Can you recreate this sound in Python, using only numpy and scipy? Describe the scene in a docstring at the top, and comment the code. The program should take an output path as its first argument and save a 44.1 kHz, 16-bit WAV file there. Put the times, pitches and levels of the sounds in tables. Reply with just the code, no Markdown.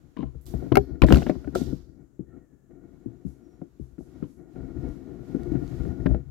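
"""Large wooden drawing tools knock, rattle and skid on a table close to a hand-held microphone.
Solid contact conducts the knocks and soft handling thumps, so they arrive dry and boomy, mostly on the
left; a few sharp clacks travel through the air and reverberate in the quiet hall. Each knock leaves the
microphone housing shuddering, and a hand excites the same resonances by stick-slip friction.
Faint squeaks, finger clicks and rustling cloth lie over the noise of the room."""
import sys
import numpy as np
from scipy import signal
from scipy.fft import rfft, irfft, next_fast_len
from scipy.io import wavfile

SR = 44100
rng = np.random.default_rng(int(sys.argv[2]) if len(sys.argv) > 2 else 0)


def persist_wave(psi):
    """Save psi, clipped to +-1, as 16-bit WAV."""
    counts = np.round(np.clip(psi, -1, 1) * 32767).astype(np.int16)
    wavfile.write(sys.argv[1], SR, np.atleast_2d(counts).T)


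N = 278050

# Wooden knocks and soft, dull handling thumps carried into the microphone.
# Each row: start in seconds, strength in dB, boom weight in dB, hollow ring in dB,
# contact softness in dB lost per octave, ring length as a multiple of the modal decay time.
IMPACTS = [(0.166, -29.5, -23, 1, 5, 0.7), (0.19, -26.5, -16, 10.5, 16, 1.4),
           (0.228, -27.5, 0.5, 6.5, 6, 1.1), (0.346, -39.5, 12, 6, 10.5, 0.79),
           (.538, -21.5, 2.5, 16.5, 11.5, 0.62), (.623, -28.5, -13, 14, 11.5, 1.3),
           (.661, -29, -27, 17, 16.5, 1.04), (0.718, -7.5, -8.5, 13.5, 12.5, 0.45),
           (0.7236, -19, -18, 1, 11, 0.94), (0.7544, -19.5, -15, -26, -2, 0.63),
           (0.7702, -14.5, -5, -25, 1.5, 0.84), (0.905, -40.5, 16, 15, 11, 0.83),
           (1.018, -6, 7, 6.5, 6, 0.37), (1.035, -8, -19, 12.5, 6.5, 0.84), (1.085, -17, -10, 11, 14, 2),
           (1.107, -5, -8, 7, 8, 0.71), (1.122, -3, -2.5, 6, 5.5, 0.63), (1.135, -12, -1.5, -5, 5.5, 1.2),
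           (1.158, -21, 2, -17, 2.5, 0.56), (1.166, -12.5, -19, 13, 9.5, 0.77),
           (1.178, -19.5, -3, 13, 11, 1), (1.2196, -25.5, -15, 10, 3.5, 0.9), (1.264, -21, -13, 5, 5, 0.99),
           (1.295, -13.5, -39, 7, 6, 0.71), (1.352, -32.5, 10, 9, 8, 0.95), (1.444, -36, 9, 0, 3.5, 0.98),
           (1.474, -29, -15, -7, 5.5, 1.3), (1.5515, -26, -7, 8, 2.5, 0.99), (1.615, -18, -5, -4, 15, 0.58),
           (1.724, -25, -3, 6.5, 11.5, 1.15), (2.193, -26.5, -10, -3, 15.5, 0.98),
           (3.059, -28, -8.5, -20, 17.5, 1.1), (3.25, -28.5, -5.5, -15.5, 17, 1.06),
           (3.615, -31, -19, 6.5, 10.5, 0.66), (3.797, -32.5, 4.5, -12, 14, 1.15),
           (3.981, -32, -25, -7.5, 8.5, 0.88), (4.007, -39.5, -3.5, 26, 14.5, 0.65),
           (4.225, -23.5, -14, 2.5, 9.5, 0.6), (4.557, -40.5, -21, 5.5, 4.5, 2.2),
           (5.192, -38, -1, 7, 9, 0.66), (5.347, -17.5, -36, -11, 13, 1.1),
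           (5.517, -19.5, -14.5, -14, 16, 0.74), (5.541, -25.5, -15, -9, 15, 0.67),
           (5.551, -21.5, -27, -3, 8, 0.44), (5.623, -25.5, -29, -32, 36, 0.49),
           (5.839, -25.5, -19, -12, 17, 0.5), (5.851, -23, -18, 2, 9, 0.83),
           (5.874, -25.5, -12, -12, 17, 0.71), (6.0584, -11.5, -12.5, 4.5, 9, 0.98),
           (6.093, -27, 14.5, 17, 15, 0.63), (6.111, -27, 11, 21, 15, .9), (6.145, -22, -9, 15, 8, 0.67)]
# Spectrum of cloth and finger noise. Each row: frequency in Hz, relative level in dB.
RUSTLE_SPECTRUM = [(1200, 11), (2500, 2.5), (4000, 1.5), (5200, 0.5), (7000, -1), (9000, -9.5), (11800, -4),
                   (15500, -15)]


def knock_rings(scatter_db=3.0, detune=0.04, heavy_boom=0.062, deepening=0.15):
    """Modal superposition: an impact excites every mode; its force and position set their balance."""
    # Modes of the struck body. Each row: frequency in Hz, relative level in dB, T60 in seconds.
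    body_modes = [(63.53, 0.5, 0.22), (129.2, -2.5, 0.16), (185, -1, 0.076), (223.2, 2, 0.043),
                  (270.5, 4, .045), (306.3, -1, .05), (358, -9.5, 0.069), (458.8, -9, 0.086),
                  (563, -1.5, 0.031), (645, -8.5, 0.099), (731, -7.5, .04), (1067.4, -16.5, 0.039),
                  (1407, -0.5, 0.041), (1980, -11.5, 0.021)]
    start, boom_db, ring_db, clack_db, crack_db, _ = impact_levels()
    ring_length = np.clip(np.array(IMPACTS)[:, -1], 0.3, 2)   # set by the grip
    low_pan_db = 19 - 0.23 * (ring_db - ring_db.mean())   # harder knocks shake both sides
    registers = np.array([boom_db - 0.5, ring_db - 0.5, clack_db - 1.5, crack_db - 1.5])
    out = np.zeros((2, N))
    for k, (hz, mode_db, t60) in enumerate(body_modes):
        register = np.interp(hz, [70, 200, 420, 600, 900, 1450], [0, 1, 1, 2, 2, 3])
        weights = np.maximum(1 - abs(np.arange(len(registers)) - register), 0)
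        level_db = mode_db + weights @ registers
        pan_db = low_pan_db if hz < 450 else 7.5
        if k == 0:   # only heavy blows rock the whole body
            level_db += heavy_boom * (boom_db - boom_db.max())
            pan_db = pan_db - 5
        if k == 1:   # the more weight behind a blow, the deeper its boom
            level_db -= deepening * (boom_db - ring_db)
        strength, lean, lag, shift = rng.standard_normal((len(start), 4)).T
        gain = from_db(level_db + scatter_db * strength)
        pan_db = pan_db + 1.5 * lean
        pitch = hz * np.exp(detune * shift * (register > 0))   # upper modes shift with the spot hit
        for i in range(len(start)):
            mode = damped_mode(pitch[i], t60 * ring_length[i], 1 / hz, lag_cycles=0.25 * abs(lag[i]))
            add(out, start[i], gain[i] * panned(pan_db[i]) * mode)
    return out


def impact_levels(knee_hz=269):
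    """Soft contact is a low-pass filter. Gives starts and boom, ring, clack, crack and snap levels."""
    start, strength_db, weight_db, hollow_db, softness_db, _ = np.transpose(IMPACTS)
    clack_db, crack_db, snap_db = (strength_db - np.maximum(softness_db, 0) * np.log2(hz / knee_hz)
                                   for hz in (890, 1685, 5030))
    return start, strength_db + weight_db, strength_db, clack_db + hollow_db, crack_db, snap_db


def knock_cracks(crack_t60=0.034, snap_t60=0.014, hard_above_db=-36):
    """Contact transients: a brief force has a broad spectrum, and only hard contacts add a snap."""
    # Spectra of the midrange crack and the treble snap. Each row: frequency in Hz, relative level in dB.
    crack_spectrum = [(900, -15), (1600, 13), (2800, -0.5), (3600, -12), (5000, -16), (8000, -43),
                      (16000, -63.5)]
    snap_spectrum = [(2500, -7.5), (4200, 4), (6000, -1), (9300, -10.5), (12300, 1), (15500, -13)]
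    out, t = np.zeros((2, N)), np.arange(4096) / SR
    attack = np.minimum(t / 0.002, 1)
    for start, *_, crack_db, snap_db in zip(*impact_levels()):
        crack = from_db(crack_db - 9 - 60 * t / crack_t60) * noise(crack_spectrum, len(t), coherence=1)
        hiss = noise(snap_spectrum, len(t), coherence=0.088, imbalance=1)
        snap = from_db(snap_db + 0.5 - 60 * t / snap_t60) * hiss
        hardness = min(from_db(snap_db - hard_above_db), 1)
        add(out, start, attack * (crack + hardness * panned(-4) * snap))
    return out


def clonks(pivot_hz=724, swell_s=0.0006):
    """Free vibration of wood: hollow clonks, each with its own loudness, brightness and pitch."""
    # Collisions of two tools. Each row: start in seconds, level in dB, tilt in dB per octave,
    # pitch as a multiple of the modal frequencies.
    collisions = [(.7555, -25.5, 7.5, 0.97), (0.7698, -6.5, -2, 1.01), (1.2975, -29, -3, .98),
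                  (1.473, -42, -7, 1.0), (1.5564, -21.5, -7, .92), (1.611, -40, -3.5, .93),
                  (3.617, -43, -10, 0.95)]
    # Modes of the hollow-ringing tool. Each row: frequency in Hz, relative level in dB, T60 in seconds.
    tool_modes = [(394.9, -3.5, 0.12), (580.4, -0.5, 0.042), (753.6, 1.5, .055), (1012, -21, 0.06),
                  (1270, -20.5, .03), (1570, -16, .025), (2200, -9, 0.028), (2780, -12.5, 0.014)]
    out = np.zeros((2, N))
    for start, level_db, tilt_db, pitch in collisions:
        for hz, mode_db, t60 in tool_modes:
            gain = from_db(level_db + mode_db + tilt_db * np.log2(hz / pivot_hz)) * rng.choice([-1, 1])
            mode = damped_mode(hz * pitch, t60, swell_s, lag_cycles=0.32 * rng.standard_normal())
            add(out, start, gain * mode)
    return panned(8) * out


def bounces(swell_s=0.00021):
    """Elastic rebound: a tip ticks on the table, and the harder the spot, the higher the pitch."""
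    # Rebounds of the tip. Each row: start in seconds, level in dB, pitch in Hz.
    rebounds = [(0.72, -27.5, 1240), (1.0201, -12, 2450), (1.036, -19, 1900), (1.0861, -23, 1710),
                (1.1055, -21, 1340), (1.1242, -13, 2825), (1.1258, -19.5, 4590), (1.1455, -21, 2800),
                (1.158, -31.5, 4450), (1.1717, -27.5, 4370), (1.2287, -36, 2800), (1.267, -29.5, 1720),
                (1.299, -37.5, 2200), (6.063, -28.5, 1830), (6.0675, -28, 1620), (6.1477, -43, 1805)]
    # Modes of a rebound. Each row: multiple of the pitch, relative level in dB, T60 in pitch cycles.
    tip_modes = [(.55, -2.5, 26), (0.999, 2, 17), (1.68, -14.5, 14), (2.15, -13.5, 8.5), (2.8, -22, 9.4)]
    out = np.zeros((2, N))
    for start, level_db, hz in rebounds + rattle():
        for multiple, mode_db, cycles in tip_modes:
            gain = from_db(level_db + mode_db) * rng.choice([-1, 1])
            lag_cycles = 0.15 * rng.standard_normal()
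            add(out, start, gain * damped_mode(hz * multiple, cycles / hz, swell_s, lag_cycles))
    return panned(5.5) * out


def rattle(mean_gap_s=0.0035, scatter_db=1.5, low_hz=1355, high_hz=4600):
    """Intermittent contact: loose sticks touch at uneven times and spots, giving more rebound rows."""
    # Bursts of rattling. Each row: start in seconds, length in seconds, level in dB.
    bursts = [(1.022, .026, -33), (1.073, .05, -38.5), (1.124, .066, -40.5), (1.205, .035, -50),
              (1.27, .046, -45)]
    rows = []
    for start, length, level_db in bursts:
        gap, spot, force = rng.random((3, 48))
        delay = np.cumsum(mean_gap_s * (0.5 + gap)) - mean_gap_s / 2
        hz = low_hz * (high_hz / low_hz) ** spot
        touches = np.transpose([start + delay, level_db + scatter_db * (2 * force - 1), hz])
        rows += list(touches[delay < length])
    return rows


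def skids(slips_per_s=620, scatter_db=5):
    """Stick-slip friction of wood on wood: a run of random impulses drives a stick's resonances."""
    # Slides of the stick. Each row: start in seconds, fade time in seconds, level in dB.
    slides = [(0.168, 0.075, -50), (0.722, 0.0069, -35.5), (1.017, 0.023, -27.5), (1.094, 0.093, -43.5),
              (1.298, 0.052, -54.5), (4.235, 0.0067, -53.5)]
    # Resonances of the stick. Each row: frequency in Hz, bandwidth in Hz, relative level in dB.
    stick_modes = [(1022, 170, 0), (1540, 210, -14), (2420, 900, -9.5), (2910, 590, -11),
                   (3500, 740, -19.5)]
    slips, t = np.zeros((2, N)), np.arange(8192) / SR
    for start, length, level_db in slides:
        sizes = from_db(scatter_db * rng.standard_normal((2, len(t)))) * rng.choice([-1, 1], len(t))
        impulses = (rng.random(len(t)) < slips_per_s / SR) * sizes
        add(slips, start, from_db(level_db) * unit_rms(impulses) * np.exp(-(t / length) ** 2))
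    rings = [from_db(mode_db) * np.sqrt(SR / (np.pi * width)) * resonate(slips, hz, width)
             for hz, width, mode_db in stick_modes]
    return panned(13.5) * sum(rings)


def clacks(direct_db=10, direct_t60=0.0078, treble_loss_per_db=0.7643):
    """Direct and reverberant sound: a clack some way off is a short tick, then mostly hall."""
    # Distant strikes. Each row: start in seconds, level in dB.
    strikes = [(0.412, -90.5), (0.457, -67.5), (.465, -54.5), (1.066, -48.5), (1.091, -50), (1.125, -38),
               (1.549, -53), (1.553, -40)]
    # Spectrum of a clack. Each row: frequency in Hz, relative level in dB.
    spectrum = [(500, 9.5), (1500, -6.5), (2500, -6), (3600, 2), (5500, -2), (7500, -0.5), (9500, -5),
                (12500, 2), (15500, -8)]
    out, tail = np.zeros((2, N)), hall_tail(spectrum)
    t = np.arange(tail.shape[1]) / SR
    direct = noise(spectrum, len(t), coherence=0.27, imbalance=0.46)
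    clack = tail + from_db(direct_db - 60 * t / direct_t60) * direct
    treble = signal.sosfiltfilt(signal.butter(2, 8000, "high", fs=SR, output="sos"), clack)
    mean_db = np.mean(strikes, axis=0)[1]
    for start, level_db in strikes:
        treble_db = 2 - treble_loss_per_db * (level_db - mean_db)   # light clacks thin, hard ones full
        add(out, start, from_db(level_db) * panned(-6.5) * (clack + (from_db(treble_db) - 1) * treble))
    return out


def rubbing(jerk_db=2.5, grain_db=1.0):
    """Forced vibration: skin, moved by the hand or jolted by a knock, sticks and slips on the housing."""
    # Hand strokes. Each row: start in seconds, length in seconds, level in dB, rumble weight in dB.
    strokes = [(0, 0.098, -65, 6), (0.47, 0.055, -48, 8.5), (0.52, 0.2, -44, -2),
               (0.798, 0.21, -44.5, -7.5), (1.034, 0.28, -44, 5), (1.238, 0.23, -46.5, -13),
               (1.534, 0.093, -33.5, -11), (1.58, 0.14, -40.5, 0.5), (1.758, 0.14, -59.5, 8.5),
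               (1.896, 0.17, -58, 1.5), (2.274, 0.088, -51.5, 0), (2.349, 0.047, -47, -5),
               (2.39, 0.049, -54.5, -9), (2.499, 0.08, -64, -9), (2.695, 0.55, -53, -6),
               (3.242, 0.4, -55, -7.5), (3.812, 0.13, -71.5, 18), (4.059, 0.202, -51, -5.5),
               (4.385, 0.18, -47.5, -12), (4.545, 0.19, -40.5, -3), (4.745, 0.18, -39, 2.5),
               (4.916, 0.34, -43, -7), (5.27, 0.35, -40.5, -3.5), (5.473, 0.3, -39, 0.5),
               (5.769, 0.39, -38.5, 3), (6.16, 0.17, -68.5, 24)]
    # Resonances of the housing. Each row: frequency in Hz, bandwidth in Hz, relative level in dB,
    # left minus right in dB.
    housing_modes = [(38.2, 13, -6, 12.5), (61.6, 40, -0.5, 21), (131.2, 25, 0, 19), (176, 58, -7.5, 18),
                     (271.5, 94, -1.5, 20), (345.4, 54, -5, 14), (369, 39, -12, 16.5),
                     (478.6, 56, -17.5, 2.5), (682, 140, 1.5, 2.5), (1220, 280, -16.5, -9),
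                     (1420, 115, -7.5, 15), (1854, 210, -13, -5.5), (2200, 140, -17.5, -2),
                     (2800, 720, -30, 0), (3980, 220, -28, -4)]
    start, length, stroke_db, weight_db = np.transpose(strokes)
    knock_s, boom_db, ring_db, clack_db, *_ = impact_levels()
    # Hand and knocks each drive three registers: low rumble, middle rub, high scratch.
    hand = [movement_envelope(start, length, level_db, edge_s=0.015, rest_db=-66) * from_db(trim_db)
            for level_db, trim_db in ((stroke_db + weight_db, -1.5), (stroke_db, 0), (stroke_db, -20))]
    jolts = [shudder(knock_s, level_db)
             for level_db in (np.minimum(boom_db, ring_db) - 13.5, ring_db - 17, clack_db - 38)]
    forces = np.hypot(hand, jolts)
    slips = unit_rms(from_db(jerk_db * drift(rate=45) + grain_db * drift(rate=220)))
    out = np.zeros((2, N))
    for hz, width, level_db, pan_db in housing_modes:
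        shared, right_only = rng.standard_normal((2, N))
        friction = slips * np.array([shared, (shared + right_only) / np.sqrt(2)])
        band = unit_rms(resonate(friction, hz, width))
        force = forces[np.searchsorted([155, 600], hz)]   # register boundaries in Hz
        out += band * force * from_db(level_db) * panned(pan_db)
    return out


def shudder(start, level_db, rise_s=0.0038, t60=0.31):
    """Energy storage: each knock charges the housing, whose amplitude swells and decays exponentially."""
    kicks = np.zeros(N)
    kicks[np.round(start * SR).astype(int)] = from_db(level_db) ** 2
    retained = from_db(-60 / (t60 * SR)) ** 2
    energy = signal.lfilter([1], [1, -retained], kicks + 1e-18)
    pole = np.exp(-1 / (rise_s * SR))
    return signal.lfilter([1 - pole], [1, -pole], np.sqrt(energy))


def squeaks(waver_share=0.09):
    """Friction tones of the grip: narrow bands of noise that swell, sink a little in pitch and fade."""
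    # Squeaks. Each row: start in seconds, length in seconds, pitch in Hz, fall in Hz, level in dB.
    glides = [(2.259, 0.083, 1824, 29.7, -77.5), (2.299, 0.077, 1420, 150, -71.5),
              (2.35, .12, 1915, 100, -80.5), (2.433, 0.29, 1757, 45.15, -86.5), (3.41, 0.19, 5690, 70, -84)]
    out = np.zeros((2, N))
    for start, length, hz, fall_hz, level_db in glides:
        progress = np.linspace(0, 1, int(length * SR))
        waver = (drift(waver_share * hz) + 1j * drift(waver_share * hz))[:len(progress)]
        phase = 2 * np.pi * np.cumsum(hz - fall_hz * progress) / SR
        tone = unit_rms(np.real(waver * np.exp(1j * phase)))
        envelope = np.sqrt(abs(np.sin(np.pi * progress)))
        add(out, start, from_db(level_db) * panned(0) * envelope * tone)
    return out


def finger_ticks(t60=0.0031):
    """Heavily damped transients: tiny dry clicks under the fingers."""
    # Clicks. 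Each row: start in seconds, relative level in dB.
    clicks = [(4.889, -54), (5.434, -50), (5.523, -51), (5.678, -47.5), (5.835, -53)]
    out, t = np.zeros((2, N)), np.arange(1024) / SR
    for start, level_db in clicks:
        envelope = from_db(level_db + 5 - 60 * t / t60)
        add(out, start, envelope * noise(RUSTLE_SPECTRUM, len(t), coherence=0.4))
    return out


def cloth(crinkle_db=0.5):
    """Friction noise: robes brush softly, and the level follows the movement of their wearers."""
    # Brushes of fabric. Each row: start in seconds, length in seconds, level in dB.
    brushes = [(-.1, 0.57, -74.5), (0.496, 0.25, -62.5), (1.016, 0.81, -65.5), (2.844, 1.2, -77.5),
               (4.072, 0.24, -68), (4.5, 0.76, -69), (4.78, 0.19, -65), (5.225, 0.56, -63),
               (5.636, 0.31, -60), (5.957, 0.21, -64), (6.147, 0.23, -75.5)]
    movement = movement_envelope(*np.transpose(brushes), edge_s=0.05, rest_db=-88)
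    crinkle = from_db(crinkle_db * drift(rate=190))
    return movement * crinkle * panned(-3.5) * noise(RUSTLE_SPECTRUM, N, coherence=0.091)


def sleeve_swishes():
    """Transient friction noise: a sleeve flicks past with a quick, bright swell and a slower fade."""
    # Flicks. Each row: start in seconds, time to the peak in seconds, level in dB.
    flicks = [(3.248, 0.038, -71), (3.79, .045, -77), (3.975, 0.043, -72.5), (4.258, 0.052, -74),
              (4.86, 0.041, -76), (5.81, .035, -84)]
    # Spectrum of a flick. Each row: frequency in Hz, relative level in dB.
    spectrum = [(2500, -5), (4500, 1), (6500, 6.5), (9000, 2), (12000, 6), (15000, -20)]
    out, t = np.zeros((2, N)), np.arange(SR // 2) / SR
    for start, peak_s, level_db in flicks:
        envelope = t / peak_s * np.exp(1 - t / peak_s)
        add(out, start, from_db(level_db) * envelope * noise(spectrum, len(t), coherence=0.1))
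    return out


def wall_reflections(x, wet_db=-23):
    """Convolution with the hall's impulse response gives the little that returns from the walls."""
    # Spectrum of the reflections. Each row: frequency in Hz, relative level in dB.
    spectrum = [(500, 3.5), (3000, -1), (7000, -0.5), (12000, -1), (15500, -7.5)]
    tail = hall_tail(spectrum)
    response = tail / np.sqrt(np.sum(tail[0] ** 2))
    return from_db(wet_db) * signal.fftconvolve(x, response, axes=1)[:, :N]


def hall_tail(spectrum, clump_db=2):
    """Reverberation: reflections arrive in uneven clumps, and each band decays at its own rate."""
    # Reverberation times of the hall. Each row: frequency in Hz, T60 in seconds.
    decay_times = [(500, 0.15), (3000, 0.44), (6000, 0.72), (10000, 0.24), (15000, 0.65)]
    t = np.arange(SR) / SR
    edges_hz = np.geomspace(400, 16500, 9)
    wash, out = noise(spectrum, len(t), coherence=0.059), 0
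    for low, high in zip(edges_hz, edges_hz[1:]):
        band = signal.sosfiltfilt(signal.butter(2, [low, high], "band", fs=SR, output="sos"), wash)
        clumps = from_db(clump_db * drift(rate=350)[:len(t)])
        t60 = at_hz(decay_times, np.sqrt(low * high))
        out = out + band * clumps * from_db(-60 * t / t60)
    return out


def room_air(level_db=-64):
    """Ambient noise floor: the still hall gives a faint, steady, mostly low-pitched rush."""
    # Spectrum of the room noise. Each row: frequency in Hz, relative level in dB.
    spectrum = [(30, -6.5), (65, 5), (100, -1), (320, -1), (500, -10.5), (900, -25), (1400, -23),
                (2400, -36.5), (4800, -41.5), (6900, -28), (8800, -38.5), (12000, -36), (15500, -41)]
    return from_db(level_db) * panned(9) * noise(spectrum, N, coherence=0.085)


def damped_mode(hz, t60, swell_s, lag_cycles):
    """A damped oscillator swells, then decays exponentially; the right channel is shifted in phase."""
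    t = np.arange(int(1.3 * max(t60, 0.001) * SR)) / SR
    pole = np.exp(-2 / (swell_s * SR))
    envelope = signal.lfilter([(1 - pole) ** 2], [1, -2 * pole, pole ** 2], from_db(-60 * t / t60))
    return envelope * np.sin(2 * np.pi * (hz * t - np.array([[0], [lag_cycles]])))


def resonate(x, hz, width):
    """Resonance: two band-passes in cascade, each `width` Hz wide with unit gain at its peak."""
    b, a = signal.iirpeak(hz, hz / width, fs=SR)
    return signal.lfilter(b, a, signal.lfilter(b, a, x + 1e-18))


def movement_envelope(start, length, level_db, edge_s, rest_db):
    """Incoherent sounds add in power: movements ease in, hold and ease out above a resting level."""
    t = np.arange(0, N, 64)[:, None] / SR
    held = (np.tanh((t - start) / edge_s) - np.tanh((t - start - length) / edge_s)) / 2
    power = from_db(rest_db) ** 2 + held ** 2 @ from_db(level_db) ** 2
    return np.interp(np.arange(N) / SR, t[:, 0], np.sqrt(power))


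def noise(spectrum, size, coherence, imbalance=0):
    """Partly coherent stereo noise: a shared and an independent part, spectrally shaped to rms 1."""
    # Balance of the microphone's ports, the right one brighter at the top.
    # Each row: frequency in Hz, left minus right in dB.
    port_balance = [(3000, -1), (6000, 1.5), (9000, 0.5), (12500, -9)]
    shared = np.sqrt(coherence) * rng.standard_normal(size)
    independent = np.sqrt(1 - coherence) * rng.standard_normal((2, size))
    n = next_fast_len(size)
    hz = np.fft.rfftfreq(n, 1 / SR)
    gain = from_db(at_hz(spectrum, hz)) * panned(imbalance * at_hz(port_balance, hz))
    return unit_rms(irfft(rfft(shared + independent, n) * gain, n)[:, :size])


def drift(rate):
    """Random modulation: straight lines join `rate` Gaussian values a second."""
    knots = rng.standard_normal(4000)
    return np.interp(np.arange(N) / SR * rate, np.arange(len(knots)), knots)


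def at_hz(points, hz):
    """Interpolation on a logarithmic frequency axis."""
    frequencies, values = np.transpose(points)
    return np.interp(np.log(np.maximum(hz, 1)), np.log(frequencies), values)


def panned(pan_db):
    """Level difference, left minus right in dB, as two gains whose mean is 1."""
    ratio = from_db(np.atleast_1d(pan_db))
    return np.array([2 * ratio, np.full_like(ratio, 2)]) / (1 + ratio)


def from_db(db):
    """Decibels to amplitude ratio."""
    return 10 ** (np.asarray(db) / 20)


def unit_rms(x):
    """Normalisation to rms 1."""
    return x / np.sqrt(np.mean(x ** 2) + 1e-20)


def add(out, start, sound):
    """Superposition: mix a sound in from `start` seconds on."""
    i = max(round(start * SR), 0)
    out[:, i:i + sound.shape[1]] += sound[:, :N - i]


def scene():
    """Sound pressures add: the tools, the hand and the cloth over the still air of the hall."""
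    contacts = knock_cracks() + bounces()
    air = room_air()
    clatter = knock_rings() + clonks() + contacts + wall_reflections(contacts) + skids() + clacks()
    return clatter + rubbing() + squeaks() + finger_ticks() + cloth() + sleeve_swishes() + air


def record(dry, cutoff_hz=15900):
    """Soft saturation rounds the loudest peaks, and a steep low-pass limits the bandwidth."""
    rounded = dry / (1 + dry ** 6) ** (1 / 6)
    return signal.sosfilt(signal.ellip(10, 0.2, 80, cutoff_hz, fs=SR, output="sos"), rounded)


dry = scene()
out = record(dry)
persist_wave(out)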